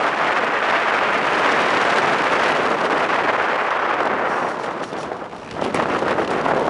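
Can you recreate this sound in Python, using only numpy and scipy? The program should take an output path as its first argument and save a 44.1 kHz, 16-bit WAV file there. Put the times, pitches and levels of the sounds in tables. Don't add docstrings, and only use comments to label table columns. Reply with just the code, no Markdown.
import sys
import numpy as np
from scipy import signal
from scipy.fft import rfft, irfft, next_fast_len
from scipy.io import wavfile
from scipy.ndimage import uniform_filter1d

SR = 44100
rng = np.random.default_rng(int(sys.argv[2]) if len(sys.argv) > 2 else 0)


def wav_out(sig):
    wavfile.write(sys.argv[1], SR, np.round(np.clip(np.atleast_2d(sig).T, -1, 1) * 32767).astype(np.int16))


N = 295029
TIME = np.arange(N) / SR


def undb(db):
    return 10 ** (np.asarray(db) / 20)


def curves(table):
    s, *columns = np.transpose(table)
    return [np.interp(TIME, s, c) for c in columns]


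def unit(x, lo_hz, hi_hz):
    sos = signal.butter(4, [lo_hz, hi_hz], "band", fs=SR, output="sos")
    return x / np.std(signal.sosfilt(sos, x))


def colour(x, points, size=4096):
    hz, db = np.transpose(points)
    bins_hz = np.maximum(np.arange(size // 2 + 1) * SR / size, 1)
    gain = undb(np.interp(np.log(bins_hz), np.log(hz), db))
    cepstrum = irfft(np.log(gain))
    cepstrum[1:size // 2] *= 2
    cepstrum[size // 2 + 1:] = 0
    impulse_response = irfft(np.exp(rfft(cepstrum)))
    return signal.fftconvolve(x, impulse_response)[:N]


def around(x, hz):
    return signal.sosfilt(signal.butter(1, [hz / 2, hz * 2], "band", fs=SR, output="sos"), x)


def octaves(x, count=10):
    size = next_fast_len(N)
    centres_hz = SR / 2 ** np.arange(count, 0, -1)
    spectrum = rfft(x, size)
    bins_hz = np.maximum(np.arange(size // 2 + 1) * SR / size, 1)
    for hz, share in zip(centres_hz, np.eye(count)):
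        weight = np.interp(np.log(bins_hz), np.log(centres_hz), share)
        yield hz, irfft(spectrum * weight, size)[:N]


def walk(rate):
    y = np.interp(TIME * rate, np.arange(N), rng.standard_normal(N))
    y = y - uniform_filter1d(y, size=SR // 16)
    return y / y.std()


def impacts(rate, spread_db):
    hits = rng.random(N) < rate / SR
    size_db = spread_db * np.clip(rng.standard_normal(N), -2, 2)
    x = hits * undb(size_db) * rng.choice([-1, 1], N)
    return x / x.std()


def grains(rate, spread_db, decay_s):
    decay = np.exp(-TIME[:SR // 8] / decay_s)
    envelope = signal.fftconvolve(np.abs(impacts(rate, spread_db)), decay)[:N]
    x = envelope * rng.standard_normal(N)
    return x / x.std()


def gate(start, length, attack, release):
    rise = np.clip((TIME - start) / attack, 0, 1)
    return rise * np.exp(-np.maximum(TIME - start - length, 0) / release)


PATCH_S, PATCH_ENTRY_S = 5.53, 0.072


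def on_patch(lane, patch):
    return lane + (patch - lane) * np.clip((TIME - PATCH_S) / PATCH_ENTRY_S, 0, 1)


# t/s, length/s, swell/dB, extra small eddies/dB
JOLT_EVENTS = [(0.042, .028, 3, -3), (0.19, 0.15, 0.9, 0.5), (0.352, 0.024, 2, 2), (0.426, .024, 1.5, -3),
               (.545, 0.024, -2, 1.5), (0.69, 0.073, 2, -1.5), (0.776, 0.028, -0.5, 1),
               (0.888, 0.061, 2, -2), (1.381, .022, 2.5, -4), (1.432, 0.03, 2, 0),
               (1.938, 0.057, 2.5, -4.5), (2.215, 0.021, 0.5, -3), (2.32, 0.035, 1.5, 1.5),
               (2.404, 0.11, 1.9, 1), (2.68, 0.024, 1.5, -2.5), (2.83, 0.033, 3, -7),
               (2.926, 0.028, 2.5, -1.5), (3.015, 0.026, 1.5, 0), (3.098, 0.1, 1, 2),
               (3.255, 0.041, 1, 0.5), (3.417, .07, 1.5, -1), (3.87, 0.093, 0, 1.5),
               (3.994, 0.033, -0.5, -4), (4.63, 0.086, 2.5, 1), (4.793, 0.03, 3, -3), (4.927, 0.16, 4, 0.5),
               (5.113, 0.047, 4.5, 0), (5.2, 0.073, 5, 0), (5.314, 0.042, 5.5, -7), (5.605, 0.03, 3.5, -2),
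               (5.636, 0.052, 1.2, -5), (5.747, 0.095, 5, 6.5), (5.884, 0.083, 3.5, 6.5),
               (6.01, 0.025, 6.5, -18), (6.055, 0.079, 4, 5.5), (6.175, 0.073, 2.5, -1),
               (6.313, 0.088, 3, 4.5), (6.445, .02, 3.5, 2), (6.478, .04, 4.3, 0), (6.555, 0.17, 3, -12)]
# t/s, depth/dB, half-width (to 1/e)/s
LEVEL_DIPS = [(.12, 1, .023), (.16, 2.8, .023), (.345, 3, .02), (.41, 2, 0.018), (.46, 6, 0.0062),
              (.51, 4.5, 0.021), (.61, 3, 0.033), (.85, 1, .022), (1.216, 2.5, .02), (1.414, 3.5, .01),
              (2.009, 4, .01), (2.18, 2, 0.023), (2.77, 3, 0.041), (2.885, 4, 0.014), (3.075, 3.5, 0.017),
              (3.231, 2.5, .012), (3.374, 2, 0.01), (3.733, 1, 0.01), (3.958, 1, 0.0076), (4.09, 3, .015),
              (4.557, 2, .018), (4.62, 1.5, .012), (4.875, 4.5, .023), (5.29, 2.5, .023),
              (5.722, 4.5, 0.016), (5.974, 1, .012), (6.27, 4, 0.017), (6.645, 2, .012)]
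JOLT_ATTACK_S, JOLT_RELEASE_S = 0.011, 0.009
SWAY_DB, SWAY_PER_S = -0.4, 42


def jolts():
    swell_db, stir_db = SWAY_DB * walk(rate=SWAY_PER_S), 0
    for s, length_s, db, small_db in JOLT_EVENTS:
        shape = gate(s, length_s, JOLT_ATTACK_S, JOLT_RELEASE_S)
        swell_db = swell_db + db * shape
        stir_db = stir_db + small_db * shape
    dip_db = sum(db * np.exp(-((TIME - s) / width_s) ** 2) for s, db, width_s in LEVEL_DIPS)
    return swell_db - dip_db, stir_db


# t/s, depth/dB
FLUTTER_DEPTH = [(0, 1.7), (.9, 1.9), (1.6, 1.2), (2.4, 1.8), (2.9, 2.4), (4.4, 2.3), (5.3, 0.5),
                 (5.8, 1.9)]
FLUTTER_SAG_PER_DB = 0.2


def gust_flutter():
    depth_db, = curves(FLUTTER_DEPTH)
    flutter = depth_db * (0.51 * walk(rate=75) + 0.55 * walk(rate=190))
    return flutter - FLUTTER_SAG_PER_DB * (flutter ** 2 - flutter.var())


# t/s, hiss level/dB, rumble level/dB
ROLL_LEVELS = [(0, -46.5, -55), (.8, -47.5, -59), (1.6, -41.5, -59), (2.5, -42.5, -59), (3.1, -45.5, -53.5),
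               (3.7, -53.5, -59), (4.1, -56, -52), (4.75, -55.5, -58), (5.1, -60, -51.5), (5.27, -70, -58),
               (5.55, -60, -47)]
# f/Hz, density/dB
RUMBLE_SPECTRUM = [(15, -34), (30, -25), (55, -5.5), (90, -1.5), (150, 3.5), (260, 6.5), (600, -34),
                   (2000, -68)]
PATCH_RUMBLE_DB = -47
JOLT_RUMBLE = 0.66


def chassis(swell_db):
    _, shake_db = curves(ROLL_LEVELS)
    rumble_db = on_patch(shake_db, PATCH_RUMBLE_DB) + JOLT_RUMBLE * swell_db
    return unit(colour(rng.standard_normal(N), RUMBLE_SPECTRUM), 30, 130) * undb(rumble_db)


# f/Hz, density/dB
TYRE_SPECTRUM = [(200, -50), (1200, 3.5), (2900, 8), (3800, 2.5), (5600, -3.5), (7000, -8.5), (9000, -14),
                 (11000, -20)]
PATCH_HISS_DB = -52
BEARING_HISS_DB = -62.5


def tyres(flutter, swell_db):
    roll_db, _ = curves(ROLL_LEVELS)
    hiss_db = on_patch(roll_db, PATCH_HISS_DB) + swell_db
    contact = rng.standard_normal(N) + grains(rate=500, spread_db=4.5, decay_s=0.00045)
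    hiss = unit(colour(contact, TYRE_SPECTRUM), 4500, 10500)
    bearing_hiss = unit(colour(rng.standard_normal(N), TYRE_SPECTRUM), 4500, 10500)
    grain_db = 0.9 * flutter + 0.96 * walk(rate=55)
    return hiss * undb(hiss_db + grain_db) + bearing_hiss * undb(BEARING_HISS_DB)


# t/s, length/s, level at onset/dB
BRAKE_RUBS = [(4.275, 0.27, -46), (4.583, 0.072, -48), (4.816, 0.082, -46.5), (4.969, 0.063, -43.5),
              (5.34, 0.2, -57)]
# f/Hz, density/dB
BRAKE_SPECTRUM = [(800, -3), (2000, -5), (2900, -2), (3800, -3), (4450, 2), (5000, -3), (5650, 4.5),
                  (6300, -5), (6850, -3), (7550, -11), (8150, -6), (9000, -11), (11000, -13)]
RUB_ATTACK_S, RUB_RELEASE_S, RUB_FADE_DB_PER_S = 0.014, 0.017, 13


def brake():
    pressure = 0
    for s, length_s, db in BRAKE_RUBS:
        fade_db = RUB_FADE_DB_PER_S * np.maximum(TIME - s, 0)
        pressure = pressure + gate(s, length_s, RUB_ATTACK_S, RUB_RELEASE_S) * undb(db - fade_db)
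    catch_hz = 62 * undb(1.9 * walk(rate=50))
    phase = np.cumsum(catch_hz) / SR % 1
    slips = rng.standard_normal(N) * (np.exp(-phase / .2) + undb(2))
    return unit(colour(slips, BRAKE_SPECTRUM), 2000, 11000) * pressure


# t/s, f/Hz
SLIP_RATE = [(5.42, 58.8), (5.5, 81)]
# f/Hz, density/dB
JUDDER_SPECTRUM = [(500, 1), (1600, 4), (2100, -1), (2650, 5), (3400, -7), (4500, -7), (7000, -17),
                   (11000, -23)]
JUDDER_S, JUDDER_LENGTH_S, SLIP_DECAY_S = 5.279, 0.285, 0.0032
JUDDER_START_DB, JUDDER_GAIN_DB_PER_S = -32.5, 25


def judder():
    rate_hz, = curves(SLIP_RATE)
    phase = np.cumsum(rate_hz * (TIME > JUDDER_S)) / SR % 1
    age_s = phase / rate_hz
    slips = rng.standard_normal(N) * np.exp(-age_s / SLIP_DECAY_S) * undb(1.5 * walk(rate=56))
    load_db = JUDDER_START_DB + JUDDER_GAIN_DB_PER_S * np.clip(TIME - JUDDER_S, 0, JUDDER_LENGTH_S)
    envelope = gate(JUDDER_S, JUDDER_LENGTH_S, RUB_ATTACK_S, RUB_RELEASE_S) * undb(load_db)
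    return colour(slips, JUDDER_SPECTRUM) * envelope


# t/s, level before band filter/dB, f/Hz, decay/s
SHELL_THUMPS = [(5.7442, -3.5, 745, 0.00092), (5.7475, -1.5, 380, 0.0014)]
# f/Hz, density/dB
SNAP_SPECTRUM = [(100, -20), (500, 4), (2400, 14), (3800, 0), (6000, 0), (10500, -4)]
EDGE_S, SNAP_GAIN_DB, SNAP_S = 5.7439, -21.5, 0.0032


def edge_hit():
    burst = rng.standard_normal(N) * gate(EDGE_S, SNAP_S, attack=.0006, release=.0009)
    out = undb(SNAP_GAIN_DB) * colour(burst, SNAP_SPECTRUM)
    for s, db, hz, decay_s in SHELL_THUMPS:
        age_s = np.maximum(TIME - s, 0)
        thump = np.sin(2 * np.pi * hz * age_s) * np.exp(-age_s / decay_s)
        out = out + undb(db) * around(thump, hz)
    return out


# f/Hz, density/dB
GRIT_SPECTRUM = [(1000, 3), (2500, 1), (4500, -10.5), (9000, -9.5)]
GRIT_PER_S, GRIT_FROM_S = 120, 4.55
GRIT_GAIN_DB, PATCH_GRIT_GAIN_DB = -58.5, -47.5


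def grit_ticks(swell_db):
    grit = colour(grains(GRIT_PER_S, spread_db=-0.5, decay_s=.0022), GRIT_SPECTRUM)
    level_db = on_patch(GRIT_GAIN_DB, PATCH_GRIT_GAIN_DB) + swell_db
    return grit * undb(level_db) * (TIME > GRIT_FROM_S)


# t/s, level before treble tilt and frame/dB, chatter decay/s, treble/dB
KNOCKS = [(1.941, -28, .004, 0), (1.983, -23, .004, -3), (2.432, -26, .004, -2), (2.4595, -24, .003, -3),
          (3.64, -38, .004, -4), (3.705, -24, .012, -10), (3.939, -32, .004, -4), (4.004, -22.5, .004, -9),
          (4.032, -31, .004, -4), (4.055, -27, .004, -7), (4.073, -25.5, .004, -9), (4.4872, -34, 0.022, 5),
          (4.635, -29, 0.018, -2), (4.661, -32, .008, -6), (4.833, -33, .01, -3), (4.838, -25.5, 0.008, -2),
          (4.9187, -34, .005, -3), (4.931, -29, .005, -3), (5.008, -35, .012, 2), (5.0305, -29, .006, 0),
          (5.1025, -40, .003, -9), (5.1657, -39, 0.02, 1), (5.3635, -35, .004, -3),
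          (5.5104, -24.5, 0.0073, -8), (5.6408, -23.5, 0.0045, -2), (5.648, -26, .005, 0),
          (5.663, -28, .004, -3), (5.752, -27, 0.0097, 0), (5.7585, -27, .004, 1), (5.8235, -28, .005, -7),
          (5.9885, -27.5, 0.011, 0), (6.0808, -26, .008, -5), (6.11, -27, .005, -3), (6.195, -29, .004, -8),
          (6.247, -28, .004, -6), (6.276, -23, .005, -8), (6.3047, -28, .018, 1), (6.3115, -31, .006, 1),
          (6.412, -25, .005, -4), (6.452, -34, .004, -2), (6.483, -33, .012, 3), (6.5625, -33, .004, -2),
          (6.5955, -30, .004, 0), (6.6555, -36, .008, 4), (6.679, -32, .004, 1)]


def knocks():
    t = TIME[:SR // 8]
    contact = np.zeros(N + len(t))
    for s, db, decay_s, treble_db in KNOCKS:
        envelope = np.exp(-(t / 0.004) ** 2) + undb(2.5) * np.exp(-t / decay_s)
        chatter = rng.standard_normal(len(t)) * envelope
        chatter = chatter / np.abs(chatter).max()
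        chatter = colour(chatter, [(3000, 0), (9000, treble_db)], size=256)[:len(t)]
        start = int(s * SR)
        contact[start:start + len(t)] += undb(db) * chatter
    return contact[:N]


# f/Hz, level/dB, t60/s
FITTING_MODES = [(2330, 0, .02), (2970, 5, 0.021), (3970, 9, .02), (4800, 3, .02), (5530, 1, .02),
                 (5750, 10, .02), (7150, -1, .02), (8800, -10, .02), (10100, -10, .02)]
# f/Hz, density/dB
CLACK_SPECTRUM = [(200, -2), (1200, 7), (3000, 10.5), (6000, 0.5), (11000, -8)]
RING_SCATTER_DB = 3.5


def rattles(swell_db):
    t = TIME[:SR // 8]
    contact = knocks() + grit_ticks(swell_db)
    rings = []
    for hz, db, t60_s in FITTING_MODES:
        decay = np.exp(-np.log(1000) * t / t60_s)
        rings.append(undb(db) * decay * np.sin(2 * np.pi * hz * t))
    body = 0
    for ring in rings:
        drive = contact * undb(RING_SCATTER_DB * walk(rate=36))
        body = body + signal.fftconvolve(drive, ring)[:N]
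    body = body / np.linalg.norm(sum(rings))
    return undb(3.5) * colour(contact, CLACK_SPECTRUM) + undb(-16) * body


# t/s, strength/dB, share of small fast eddies/dB, of large slow ones/dB
AIRFLOW = [(0, -21, 1.5, -3), (.4, -19, 2, -4), (.85, -19, 4, -7), (1.25, -20, 2.5, 0.5),
           (1.45, -18, 3, -1), (2.45, -19, 1.2, 0.5), (2.75, -19, -2, 2), (3.25, -19.5, 0, -1.5),
           (3.8, -19.5, -1, -9), (4.1, -19.5, -4, -1), (4.42, -19.5, -6.5, -1), (4.55, -23.5, -11, -1),
           (4.88, -30, -8, 6), (5.2, -30.5, -25, 2), (5.3, -36, -26, 3), (5.45, -35.5, -19, 5)]
# f/Hz, density/dB
WIND_SPECTRUM = [(20, -56), (45, -47), (80, -21.5), (150, -10.5), (250, -4), (420, 0), (650, 0.5),
                 (1250, -0.5), (1900, -5.5), (2700, -13.5), (4000, -27.5), (6000, -37.5), (11000, -61)]
PATCH_AIR_DB, PATCH_SMALL_DB, PATCH_LARGE_DB = -27, -9, 10
PATCH_GAIN_DB_PER_S = 4
JOLT_LARGE = 0.68


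def wind(flutter, swell_db, stir_db):
    air_db, lane_small_db, lane_large_db = curves(AIRFLOW)
    gain_db = PATCH_GAIN_DB_PER_S * (TIME - PATCH_S)
    strength_db = on_patch(air_db, PATCH_AIR_DB + gain_db) + swell_db
    small_db = on_patch(lane_small_db, PATCH_SMALL_DB) + stir_db
    large_db = on_patch(lane_large_db, PATCH_LARGE_DB - gain_db) - JOLT_LARGE * swell_db
    eddies = impacts(rate=2200, spread_db=3) + undb(-2.5) * rng.standard_normal(N)
    pressure = unit(colour(eddies, WIND_SPECTRUM), 400, 2000)
    out = 0
    for hz, band in octaves(pressure):
        small = np.interp(np.log(hz), np.log([1050, 2700]), [0, 1])
        large = np.interp(np.log(hz), np.log([250, 750]), [1, 0])
        own_db = (0.85 + 0.28 * small) * walk(rate=60)
        gust_db = flutter * (0.57 + 0.48 * small) + own_db
        out = out + band * undb(small * small_db + large * large_db + gust_db)
    return out * undb(strength_db)


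# t/s, level before trims and filters/dB, swing f/Hz, wake decay/s
BUFFETS_AND_SHELL_KNOCKS = [(0.009, -6, 700, .008), (.066, -7.5, 600, .006), (.083, -12, 650, .002),
                            (0.437, -9, 700, .005), (0.553, -6, 750, 0.012), (.62, -7, 700, 0.0018),
                            (.755, -6, 750, .003), (.997, -8, 700, .002), (2.94, -9, 650, .007),
                            (3.6205, -9, 700, .002), (3.874, -10, 805, 0.0047), (3.909, -5, 905, 0.0037),
                            (4.003, -0.5, 704, 0.0087), (4.053, -1, 700, .003), (4.2216, -7, 850, .0015),
                            (4.451, -8, 700, .004), (4.597, -11, 700, 0.006), (4.832, -9.5, 900, 0.0055),
                            (4.928, -12, 447, 0.0043), (4.9533, -11, 570, 0.0032),
                            (4.985, -11, 650, 0.0033), (5.117, -5, 543, 0.0018), (5.3335, -20, 600, 0.0072),
                            (5.566, -15.5, 600, .008), (5.5925, -12, 650, .008), (5.6127, -12, 600, .003),
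                            (5.6215, -4, 700, 0.0044), (5.661, -5, 450, 0.0035), (5.7737, -12, 1000, .003),
                            (5.793, -6, 500, .002), (5.7995, -5, 850, .003), (5.8235, -14, 900, .002),
                            (5.8566, 1, 900, 0.0007), (5.9484, -5, 700, .006), (5.986, -9, 650, .002),
                            (6.023, -6, 550, 0.0046), (6.08, -6, 1010, 0.0043), (6.107, -3, 447, .005),
                            (6.154, -8, 700, .002), (6.189, -7, 900, 0.0056), (6.195, -7, 650, 0.0022),
                            (6.215, -7, 800, .003), (6.3123, -5, 600, 0.0045), (6.4624, -2, 650, .004),
                            (6.4805, -6, 1000, 0.012), (6.488, -4, 800, 0.0037), (6.511, -4.5, 600, .005),
                            (6.517, -1, 700, .002), (6.535, -4, 500, 0.007), (6.562, -9, 700, 0.0036),
                            (6.5775, -4, 650, 0.0044), (6.618, -4, 550, .002), (6.625, -3, 506, 0.0022),
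                            (6.68, -1.5, 590, 0.0023)]


def buffets_and_shell_knocks():
    t = TIME[:SR // 20]
    swings, wakes = np.zeros((2, N + len(t)))
    for s, db, hz, wake_s in BUFFETS_AND_SHELL_KNOCKS:
        start = int(s * SR)
        phase = 2 * np.pi * hz * (t - .0012)
        swing = phase * np.exp((1 - phase ** 2) / 2)
        wake = np.exp(-t / wake_s) * rng.standard_normal(len(t))
        swings[start:start + len(t)] += undb(db - 3.5) * around(swing, hz)
        wakes[start:start + len(t)] += undb(db + 1.8) * around(wake, hz)
    return swings[:N] + colour(wakes, WIND_SPECTRUM)


def scene():
    flutter = gust_flutter()
    swell_db, stir_db = jolts()
    rolling = chassis(swell_db) + tyres(flutter, swell_db)
    contacts = brake() + judder() + edge_hit() + rattles(swell_db)
    foreground = wind(flutter, swell_db, stir_db) + buffets_and_shell_knocks()
    return (rolling + contacts + foreground)[None]


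def record(dry):
    ceiling = undb(-4)
    rounded = ceiling * np.tanh(dry / ceiling)
    low_pass = signal.ellip(12, .2, 80, 10950, fs=SR, output="sos")
    return signal.sosfilt(low_pass, rounded)


dry = scene()
out = record(dry)
wav_out(out)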